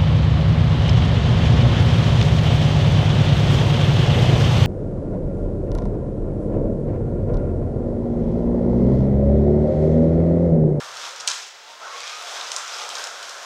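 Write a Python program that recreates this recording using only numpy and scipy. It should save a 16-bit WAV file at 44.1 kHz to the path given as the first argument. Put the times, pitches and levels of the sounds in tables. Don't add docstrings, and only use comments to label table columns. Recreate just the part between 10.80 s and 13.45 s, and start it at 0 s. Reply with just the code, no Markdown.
import sys
import numpy as np
from scipy import signal
from scipy.fft import rfft, irfft
from scipy.io import wavfile
from scipy.ndimage import uniform_filter1d

SR = 44100
rng = np.random.default_rng(int(sys.argv[2]) if len(sys.argv) > 2 else 0)


def dump_mix(stems):
    frames = np.atleast_2d(stems).T
    limited = np.clip(frames, -1, 1)
    pcm = np.round(limited * 32767).astype(np.int16)
    wavfile.write(sys.argv[1], SR, pcm)


N = 116865

# time in seconds, drumming in dB, hiss in dB, sizzle in dB.
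CAR_LEVELS = [(0, -38, -41, -54), (.13, -44, -42.5, -58), (.25, -38, -34.5, -52), (.34, -42, -44.5, -59),
              (.41, -42, -40.5, -62), (.46, -37.5, -42, -61), (.55, -44, -37, -48), (.74, -52, -51, -69),
              (.92, -48.5, -46.5, -62), (.98, -46.5, -47.5, -65), (1.04, -39, -42, -61),
              (1.13, -40, -42.5, -61), (1.24, -40, -37.5, -59), (1.43, -41, -39.5, -54.5),
              (1.6, -36.5, -35, -51), (1.69, -38.5, -36, -52.5), (1.78, -37.5, -37, -52),
              (1.87, -40.5, -37.5, -55), (2.0, -37, -36, -55), (2.1, -39, -38.5, -50.5),
              (2.19, -36, -35, -49.5), (2.37, -41, -41.5, -56.5), (2.65, -40.5, -41.5, -56)]
# pitch in Hz, width in Hz, relative level in dB.
TRACK_NOTES = [(340, 260, -24), (485.3, 141, -10.5), (650, 270, -2), (815, 223, -4.5), (1061, 356, -1),
               (1301, 350, 0), (1524, 385, -2)]


def undb(db):
    return 10 ** (np.asarray(db) / 20)


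def unit(x):
    return x / np.sqrt(np.mean(x ** 2))


def curve(table, col):
    rows = np.array(table, float)
    return np.interp(np.arange(N) / SR, rows[:, 0], rows[:, col])


def colour(x, points, skirt_db=30):
    hz, db = np.array(points, float).T
    octave, marks = np.log2(np.fft.rfftfreq(N, 1 / SR) + 1), np.log2(hz)
    outside = np.clip(marks[0] - octave, 0, 9) + np.clip(octave - marks[-1], 0, 9)
    return irfft(rfft(x) * undb(np.interp(octave, marks, db) - skirt_db * outside), N)


def band(x, hz, width):
    return signal.lfilter(*signal.iirpeak(hz, hz / width, fs=SR), x)


def walk(rate):
    hold = int(SR / rate)
    steps = np.repeat(rng.standard_normal(N // hold + 1), hold)
    return 1.37 * uniform_filter1d(uniform_filter1d(steps, hold), hold)[:N]


def grit(per_s, scatter_db):
    chance, side, size = rng.random((N, 3)).T
    return (chance < per_s / SR) * np.sign(side - .5) * undb(-scatter_db * np.log(size + 0.0014))


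def room_air():
    # pitch in Hz, relative level in dB.
    air_tone = [(30, -33), (100, -30), (200, -25), (294, -20), (447, -7.5), (900, -3), (1240, -4),
                (1990, -6.5), (3360, -5.5), (6480, -13.5), (9000, -32), (15800, -31)]
    # time in seconds, level in dB.
    hum_levels = [(0, -67), (.3, -78), (.42, -70), (.5, -88), (1.6, -84), (2.65, -80)]
    hum = unit(band(rng.standard_normal(N), hz=130, width=14)) * undb(curve(hum_levels, col=1))
    noise = unit(colour(rng.standard_normal(N), air_tone)) * undb(-48)
    bass = signal.sosfilt(signal.butter(2, 110, fs=SR, output="sos"), noise)
    return noise - bass + bass * undb(4.4 * walk(5.6) - 2) + hum


def room_echo(x):
    # pitch in Hz, seconds to fade by 60 dB.
    fade_times = [(500, 0.32), (1300, 0.77), (3500, 0.57), (6500, 0.61), (11000, 0.3)]
    hz, seconds = np.array(fade_times).T
    t, tail = np.arange(SR) / SR, 0
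    for low_hz in 250 * 2. ** np.arange(0, 6.4, .5):
        fade_s = np.interp(np.log(low_hz * 2 ** .25), np.log(hz), seconds)
        edges_hz = [low_hz, min(low_hz * 2 ** .5, SR * .49)]
        one_band = signal.butter(2, edges_hz, "band", fs=SR, output="sos")
        tail += signal.sosfilt(one_band, rng.standard_normal(SR)) * undb(-60 * t / fade_s)
    tail *= np.clip(t / 0.0041, 0, 1) ** 2
    return signal.fftconvolve(x, tail / np.sqrt(np.sum(tail ** 2)))[:N]


def squeaks():
    # start in seconds, length in seconds, pitch in Hz, level in dB, wobble in Hz.
    brief_tones = [(0.28, 0.075, 521, -49, 24.6), (0.986, 0.12, 645, -46.5, 10), (1.1, 0.16, 482, -47.5, 6),
                   (1.015, 0.14, 1387, -39.5, 150), (1.08, .1, 1900, -48, 120), (1.187, .14, 2410, -45, 70),
                   (1.46, 0.029, 3380, -45, 46), (1.645, 0.05, 5010, -43, 6), (1.915, 0.08, 5005, -41, 4),
                   (1.709, 0.046, 650, -42, 30), (1.7, .25, 1318, -42, 124), (1.75, 0.04, 1030, -39, 25),
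                   (1.988, 0.063, 830, -43, 20), (2.0, 0.068, 1205, -39, 15), (2.123, 0.04, 1220, -46, 20),
                   (2.16, 0.056, 1560, -38, 38)]
    t, out = np.arange(N) / SR, 0
    for start, length, hz, db, wobble_hz in brief_tones:
        swell = np.sin(np.pi * np.clip((t - start) / length, 0, 1)) ** .5
        cycles = np.cumsum(hz + wobble_hz * walk(90)) / SR
        out += undb(db + 2 * walk(59.64)) * swell * np.sin(2 * np.pi * cycles)
    return out


def gear_whine():
    # time in seconds, pitch in Hz, level in dB, octave's level in dB.
    whine = [(.78, 815, -62, -76), (.85, 865, -52, -65), (.93, 930, -50, -68), (1.0, 985, -46, -59),
             (1.04, 1026, -52, -62), (1.07, 1085, -41, -55), (1.17, 1090, -41.5, -53),
             (1.22, 1140, -47, -52), (1.26, 1210, -39, -47), (1.33, 1221, -45, -45),
             (1.41, 1275, -40.5, -50), (1.45, 1380, -56, -60), (1.52, 1412, -65, -67)]
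    pitch_wobble, rough_db = .018, 3.5
    hz = curve(whine, col=1) * (1 + pitch_wobble * walk(120))
    phase = 2 * np.pi * np.cumsum(hz) / SR
    t, out = np.arange(N) / SR, 0
    for harmonic in (1, 2):
        level_db = curve(whine, col=harmonic + 1) + rough_db * walk(44.9)
        out += undb(level_db) * np.sin(harmonic * phase)
    return out * ((t > whine[0][0]) & (t < whine[-1][0]))


def track_drumming():
    drum = 0
    for hz, width, db in TRACK_NOTES:
        gain = undb(db + 2 * walk(7.06))
        bumps = grit(per_s=5000, scatter_db=2.5)
        drum += gain * unit(band(band(bumps, hz, width), hz, 1.22 * width))
    return unit(drum) * undb(curve(CAR_LEVELS, col=1))


def braid_hiss():
    # pitch in Hz, relative level in dB.
    hiss_tone = [(1800, -4.5), (2400, -2.5), (2900, -4), (3400, -1), (4500, -5.5), (5300, -2.5),
                 (6300, -4.5), (7500, -12.5), (8500, -21)]
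    sizzle_tone = [(8500, 1.5), (9500, -5.5), (12900, -9), (15800, -24)]
    scrape = unit(grit(per_s=2500, scatter_db=2)) + 0.64 * rng.standard_normal(N)
    flicker = undb(walk(18))
    wavering = sum(undb(2 * walk(7.54)) * band(scrape, hz, 1.46 * hz)
                   for hz in (2000, 3100, 4200, 6000, 8200))
    hiss = unit(colour(wavering, hiss_tone)) * undb(curve(CAR_LEVELS, col=2))
    sizzle_db = curve(CAR_LEVELS, col=3) + 0.5 * walk(13)
    sizzle = unit(colour(scrape, sizzle_tone, skirt_db=11)) * undb(sizzle_db)
    return flicker * (hiss + sizzle)


def ticks_and_crash():
    # start in seconds, peak in dB,
    # pitch in Hz, width in Hz, length in seconds, relative thud level in dB.
    hits = [(0.169, -24.5, 5360, 4000, 0.0049, -7), (0.239, -24, 3000, 2520, 0.0025, 2),
            (0.36, -25.5, 5460, 3500, 0.0036, -14), (0.399, -22, 5670, 2480, 0.0069, -25),
            (0.4047, -22, 5200, 5000, 0.0066, 1), (.471, -26, 6500, 5000, 0.0038, -10),
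            (0.4753, -4.5, 6000, 7000, 0.0015, -5.5), (.4782, -8, 3800, 4950, 0.0035, -6),
            (0.4832, -14, 6400, 2500, 0.0049, 3), (.494, -20, 5000, 4000, 0.0066, -2),
            (0.5, -18, 6000, 4000, 0.0047, -2), (0.509, -19.5, 4200, 2500, 0.0043, -11),
            (0.5134, -13.5, 4760, 4000, .004, -7), (1.203, -23.5, 5500, 6000, 0.0037, -5),
            (1.277, -26, 5000, 4000, 0.0036, -7), (1.469, -30, 3450, 1200, 0.0092, -12),
            (1.61, -21, 3860, 2980, 0.0054, -19), (1.717, -12.5, 5560, 5500, 0.0021, -25),
            (1.73, -27, 6500, 4000, .003, -10), (1.7625, -12.5, 7150, 3500, 0.0025, -1),
            (1.767, -19, 6000, 4000, 0.003, -2), (1.78, -24, 5540, 2500, .005, 1),
            (1.791, -26, 5570, 3000, .005, -10), (1.877, -23.5, 6000, 2480, 0.0046, -19),
            (2.016, -24.5, 3660, 3020, 0.0052, -16), (2.09, -18.5, 7600, 5200, 0.0028, -28),
            (2.1, -24, 3800, 2000, 0.0066, -8), (2.109, -26, 3900, 2500, .006, -12),
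            (2.12, -25.5, 3330, 1200, .004, -13), (2.1505, -19.5, 5600, 2800, 0.0093, 3),
            (2.169, -19.5, 6000, 5000, .001, -15), (2.182, -23.5, 5000, 4000, 0.0045, -18),
            (2.218, -27, 3760, 2000, .01, -10), (2.24, -14, 6000, 3000, 0.0013, -20),
            (2.271, -18, 6000, 4500, 0.0013, 4), (2.427, -23.5, 5460, 5040, 0.0045, -12),
            (2.492, -26.5, 6000, 5100, 0.0062, -14)]
    # pitch in Hz, relative level in dB, rough ring time in seconds.
    shell_notes = [(2560, 7, 0.0047), (3070, -8, 0.0032), (3880, -5, 0.0026), (5200, 5.5, 0.015),
                   (6350, 5, 0.029), (7350, -23, 0.0031), (8140, -11, 0.006)]
    out, t = np.zeros((2, N + 4096)), np.arange(2048) / SR
    click = 1. * (t == 0)
    cut_highs = signal.butter(4, 8060, fs=SR, output="sos")
    cut_lows = signal.butter(4, 2300, "high", fs=SR, output="sos")

    def peak_one(x):
        return x / np.abs(x).max()

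    def soften(x):
        return signal.sosfilt(cut_lows, signal.sosfilt(cut_highs, x) + undb(-22) * x)

    def crackle(x, hz, width):
        return band(band(x, hz, width), hz, 1.8 * width)

    def thud(x):
        return sum(undb(db) * band(band(x, hz, width), hz, 3 * width) for hz, width, db in TRACK_NOTES[4:])

    for start, peak_db, hz, width, length, thud_db in hits:
        rise_s, fade_s = .4 * length, length / 2
        shape = np.minimum(t / rise_s, 1) * np.exp(-np.maximum(t - rise_s, 0) / fade_s)
        push = rng.standard_normal(len(t)) * shape
        crack = crackle(push, hz, width)
        ring = sum(undb(db) * band(crack, note_hz, 0.49 / ring_s) for note_hz, db, ring_s in shell_notes)
        plastic = soften(peak_one(crack) + undb(-17) * peak_one(ring))
        direct = undb(peak_db) * peak_one(plastic + undb(thud_db - 11) * thud(peak_one(push)))
        to_room = soften(crackle(click, hz, width)) + undb(thud_db) * thud(click)
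        first = int(start * SR)
        out[:, first:first + len(t)] += direct, unit(to_room) * np.std(direct)
    return out[:, :N]


def scene():
    cars = track_drumming() + braid_hiss() + gear_whine() + squeaks()
    hits, hits_to_room = ticks_and_crash()
    echo = room_echo(undb(-10) * cars + undb(-5.5) * hits_to_room)
    return (cars + hits + echo + room_air())[None]


def record(dry):
    return signal.sosfilt(signal.ellip(10, .2, 70, 15830, fs=SR, output="sos"), dry)


dry = scene()
out = record(dry)
dump_mix(out)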